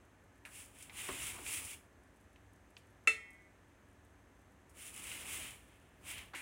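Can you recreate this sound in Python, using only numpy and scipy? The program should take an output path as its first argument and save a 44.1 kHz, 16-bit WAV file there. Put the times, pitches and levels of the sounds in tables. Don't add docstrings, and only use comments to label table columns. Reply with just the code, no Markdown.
import sys
import numpy as np
from scipy import signal
from scipy.fft import rfft, irfft, next_fast_len
from scipy.io import wavfile
from scipy.ndimage import uniform_filter1d

SR = 44100
rng = np.random.default_rng(int(sys.argv[2]) if len(sys.argv) > 2 else 0)


def digitize_waveform(pressure):
    field = np.atleast_2d(pressure).T
    bounded = np.clip(field, -1, 1)
    quanta = np.round(bounded * 32767).astype(np.int16)
    wavfile.write(sys.argv[1], SR, quanta)


N = 282681

# frequency in Hz, relative density in dB.
ROOM_SPECTRUM = [(15, -57), (25, -24), (40, -10.5), (64, -2.5), (108, -1.5), (123, -8), (277, -7.5),
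                 (384, -11.5), (463, -12.5), (624, -12.5), (1370, -17.5), (1700, -15.5), (4740, -35.5),
                 (7920, -31.5), (16000, -43.5)]
# frequency in Hz, rms level in dB.
HUM_TONES = [(56.5, -74.5), (76, -75.5), (99.3, -74), (284, -77.5), (371, -81.5), (630, -89.5),
             (1744, -84.5)]
# start in seconds, relative level in dB.
CLEAR_TICKS = [(0.2384, -65), (2.0348, -63), (2.533, -60), (2.704, -62), (2.8694, -64.5), (3.305, -56.5),
               (3.331, -61), (4.0487, -61)]
# start in seconds, level in dB, t60 in seconds, pitch in Hz.
LIGHT_TAPS = [(0.4515, -44, 0.034, 2260), (0.452, -60, 0.37, 8800), (0.46, -49.5, 0.14, 1640),
              (.825, -48, 0.07, 8400), (.896, -47, 0.057, 2230), (1.464, -39, 0.041, 2340),
              (1.649, -44, 0.11, 8650), (2.36, -60, 0.03, 2430), (2.7669, -46, 0.028, 2860),
              (2.775, -65, 0.1, 8400), (4.695, -64, 0.087, 9000), (5.115, -43, 0.07, 2600),
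              (6.335, -46.5, 0.1, 1520), (6.347, -45, 0.61, 2170), (6.35, -52.5, 0.78, 8700)]
# time of full flow in seconds, hold in seconds, mist hiss in dB,
# nozzle rush in dB, fall in dB per second.
SPRAY_STROKES = [(0.571, 0.037, -54.5, -59.0, 155), (0.794, 0.05, -62.0, -63.5, 120),
                 (0.994, 0.19, -49.5, -50, 100), (1.235, 0.044, -46.5, -48.5, 90),
                 (1.495, 0.085, -44.5, -48, 240), (1.668, 0.067, -51, -54, 410),
                 (4.826, 0.059, -53.5, -56.5, 260), (4.98, 0.02, -53, -56, 250),
                 (5.064, 0.12, -51, -51, 62), (5.327, 0.034, -46.0, -48.5, 190),
                 (5.438, 0.02, -50.5, -49, 138), (5.716, 0.004, -79.5, -72.0, 32),
                 (6.118, 0.0033, -48, -48, 360), (6.173, 0.014, -58.5, -50, 197)]
# frequency in Hz, relative density in dB.
MIST_SPECTRUM = [(3000, -37), (4700, -11), (6200, -7.5), (7600, -1), (9800, 1), (11000, -3.5), (12200, -16),
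                 (14500, -6), (16000, -13)]
RUSH_SPECTRUM = [(150, -47), (400, -23), (800, -18), (1100, -13.5), (1700, -9.5), (2150, -0.5), (2700, 0),
                 (3200, -3.5), (3700, -9.5), (4600, -19), (7000, -26)]
DRAUGHT_SPECTRUM = [(25, -16), (60, 6.5), (100, 3.5), (170, -4), (300, -2), (550, -8.5), (1200, -7),
                    (3000, -26)]
# start in seconds, drive level in dB, t60 in seconds.
KNOCKS = [(1.0873, -36.5, 0.14), (1.3453, -48.5, 0.24), (1.3837, -49, 0.12), (6.3365, -43.5, 0.11)]
# frequency in Hz, width in Hz, gain in dB.
STOVE_MODES = [(188, 130, -14), (273.5, 21, -6.5), (357, 49, -9), (506, 150, -10), (770, 480, -7),
               (990, 140, -5), (1240, 550, -7)]
# start in seconds, level in dB, t60 in seconds.
UTENSIL_CONTACTS = [(3.0735, -32.5, 0.0083), (3.0745, -24.5, 0.012), (3.0812, -30, 0.026),
                    (3.088, -43.5, .22)]
# frequency in Hz, relative density in dB.
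CRACK_SPECTRUM = [(120, -43), (280, -15.5), (500, -11.5), (750, -14.5), (1300, -5.5), (2300, 4.5),
                  (3200, -6.5), (5000, -12.5), (7500, -3.5), (10000, -7), (12000, -26.5), (16000, -26.5)]
# frequency in Hz, level in dB, t60 in seconds.
UTENSIL_MODES = [(281, -53.5, 0.21), (349, -54, .2), (440.7, -42.5, 0.25), (607, -46, 0.18),
                 (840, -49.5, .12), (1323, -44.5, 0.14), (1336, -27.5, 0.075), (1857, -44.5, .6),
                 (1956, -30, 0.081), (1997, -50.5, 1.1), (2015, -54, 1.2), (2044, -25.5, .06),
                 (2040, -35.5, 0.1), (2230, -20, 0.053), (2190, -46, 0.96), (2440, -54.5, .8),
                 (2530, -35.5, 0.1), (2662, -15.5, 0.088), (2656, -41, 0.17), (2780, -39, .12),
                 (3190, -58.5, .6), (3565, -39, 0.1486), (3540, -49.5, 0.38), (3700, -50.5, 0.25),
                 (4180, -42, .21), (4581, -58, .27), (5270, -60, 0.55), (5362, -48.5, 0.18),
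                 (6400, -52, .17), (7600, -50.5, 0.27), (8490, -46, 0.12), (9830, -50.5, .18)]

CLINK_S, HELD_S = 3.0732, 3.49
TIME_S = np.arange(N) / SR


def from_db(db):
    return 10 ** (np.asarray(db) / 20)


def coloured(x, spectrum):
    size = 2 * next_fast_len(N // 2 + SR // 4)
    hz, db = np.transpose(spectrum)
    bins_hz = np.arange(size // 2 + 1) * SR / size
    gain = from_db(np.interp(np.log(bins_hz + 1), np.log(hz), db))
    cepstrum = irfft(np.log(gain / np.sqrt(np.mean(gain ** 2))))
    cepstrum[1:size // 2] *= 2
    cepstrum[size // 2 + 1:] = 0
    return irfft(rfft(x, size) * np.exp(rfft(cepstrum)))[:N]


def noise(spectrum):
    return coloured(rng.standard_normal(N), spectrum)


def drift(rate_hz):
    return np.interp(TIME_S * rate_hz, np.arange(N), rng.standard_normal(N))


def decay(start_s, t60_s):
    age_s = TIME_S - start_s
    return (age_s >= 0) * from_db(-60 * np.clip(age_s / t60_s, 0, 4))


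def bursts(contacts):
    envelope = sum(from_db(db) * decay(start_s, t60_s) for start_s, db, t60_s in contacts)
    return envelope * rng.standard_normal(N)


def resonate(x, hz, width_hz):
    radius = np.exp(-np.pi * width_hz / SR)
    feedforward = np.sqrt((1 - radius ** 2) / 2) * np.array([1, 0, -1])
    feedback = [1, -2 * radius * np.cos(2 * np.pi * hz / SR), radius ** 2]
    return signal.lfilter(feedforward, feedback, x)


def background(room_db=-65, waver_rad=0.4, whine_db=-89):
    hum = 0
    for hz, db in HUM_TONES:
        phase_rad = 2 * np.pi * hz * TIME_S + waver_rad * drift(rate_hz=5.5)
        hum += from_db(db) * np.sqrt(2) * np.sin(phase_rad)
    whine = from_db(whine_db) * resonate(rng.standard_normal(N), hz=6300, width_hz=160)
    return from_db(room_db) * noise(ROOM_SPECTRUM) + hum + whine


def wet_ticks(ticks_per_s=16, tiny_max_db=-71, spread_db=6, clear_gain_db=-7, t60_s=0.033):
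    onsets = rng.random(N) < ticks_per_s / SR
    impulses = onsets * from_db(tiny_max_db - rng.exponential(spread_db, N))
    for start_s, db in CLEAR_TICKS:
        impulses[int(start_s * SR)] += from_db(db + clear_gain_db)
    pole = from_db(-60 / (t60_s * SR))
    envelope = signal.lfilter([1], [1, -pole], impulses + 1e-18)
    return resonate(envelope * rng.standard_normal(N), hz=9000, width_hz=3000)


def taps(width_ratio=0.3, cutoff_ratio=1.92):
    out = 0
    for start_s, db, t60_s, hz in LIGHT_TAPS:
        tap = resonate(bursts([(start_s, db, t60_s)]), hz, width_ratio * hz)
        lowpass = signal.butter(2, min(cutoff_ratio * hz, 0.45 * SR), fs=SR, output="sos")
        out += signal.sosfilt(lowpass, tap)
    return out


def stroke(full_flow_s, hold_s, fall_db_per_s, swell_s=0.053):
    age_s = TIME_S - full_flow_s
    swell = np.exp(-(np.minimum(age_s, 0) / swell_s) ** 2)
    return swell * from_db(-fall_db_per_s * np.maximum(age_s - hold_s, 0))


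def droplets(drops_per_s=500, spread_db=8.5):
    onsets = rng.random(N) < drops_per_s / SR
    impulses = onsets * from_db(spread_db * np.minimum(rng.exponential(1, N), 4))
    return impulses * rng.choice([-1, 1], N) / np.std(impulses)


def spray(drops_db=-10, rush_gain_db=0.03, draught_gain_db=-7, flutter_db=1.36, waver_db=0.48):
    power = 0
    for full_flow_s, hold_s, mist_db, rush_db, fall_db_per_s in SPRAY_STROKES:
        flow = stroke(full_flow_s, hold_s, fall_db_per_s)
        power += np.outer(from_db([mist_db, rush_db]), flow) ** 2
    mist_envelope, rush_envelope = np.sqrt(power)
    patter = from_db(drops_db) * droplets()
    mist = mist_envelope * coloured(rng.standard_normal(N) + patter, MIST_SPECTRUM)
    rush = from_db(rush_gain_db) * rush_envelope * noise(RUSH_SPECTRUM)
    draught_envelope = uniform_filter1d(rush_envelope, size=SR // 4)
    draught = from_db(draught_gain_db) * draught_envelope * noise(DRAUGHT_SPECTRUM)
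    flicker = from_db(flutter_db * drift(rate_hz=70) + waver_db * drift(rate_hz=20))
    return (mist + rush) * flicker + draught


def thuds():
    force = bursts(KNOCKS)
    return sum((-1) ** k * from_db(db) * resonate(force, hz, width_hz)
               for k, (hz, width_hz, db) in enumerate(STOVE_MODES))


def clink(build_s=0.0012, held_t60_s=0.19):
    age_s = np.maximum(TIME_S - CLINK_S, 0)
    ring = sum(from_db(db) * decay(CLINK_S, t60_s) * np.sin(2 * np.pi * hz * age_s)
               for hz, db, t60_s in UTENSIL_MODES)
    build = 1 - np.exp(-(age_s / build_s) ** 2)
    damping = np.where(TIME_S < HELD_S, 1, decay(HELD_S, held_t60_s))
    crack = coloured(bursts(UTENSIL_CONTACTS), CRACK_SPECTRUM)
    return ring * build * damping + crack


def shimmer(count=40, low_hz=6500, high_hz=15500, low_db=-59, tilt_db=-20, spread_db=3, t60_s=0.19):
    age_s = np.maximum(TIME_S - CLINK_S, 0)
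    band_fractions = rng.random(count)
    modes_hz = low_hz + band_fractions * (high_hz - low_hz)
    levels_db = low_db + tilt_db * band_fractions + spread_db * rng.standard_normal(count)
    tones = sum(from_db(db) * np.sin(2 * np.pi * hz * age_s) for hz, db in zip(modes_hz, levels_db))
    return tones * decay(CLINK_S, t60_s)


def kitchen_reverb(x, wet_db=-11, t60_s=0.3, first_echo_s=0.012):
    tail = rng.standard_normal(N) * decay(first_echo_s, t60_s)
    echoes = signal.fftconvolve(x, tail[:SR] / np.linalg.norm(tail))[:N]
    return x + from_db(wet_db) * echoes


def scene():
    at_stove = spray() + clink() + shimmer() + taps() + thuds() + wet_ticks()
    return (kitchen_reverb(at_stove) + background())[None]


def record(dry):
    lowpass = signal.ellip(10, rp=0.2, rs=70, Wn=15900, fs=SR, output="sos")
    return signal.sosfilt(lowpass, dry)


dry = scene()
out = record(dry)
digitize_waveform(out)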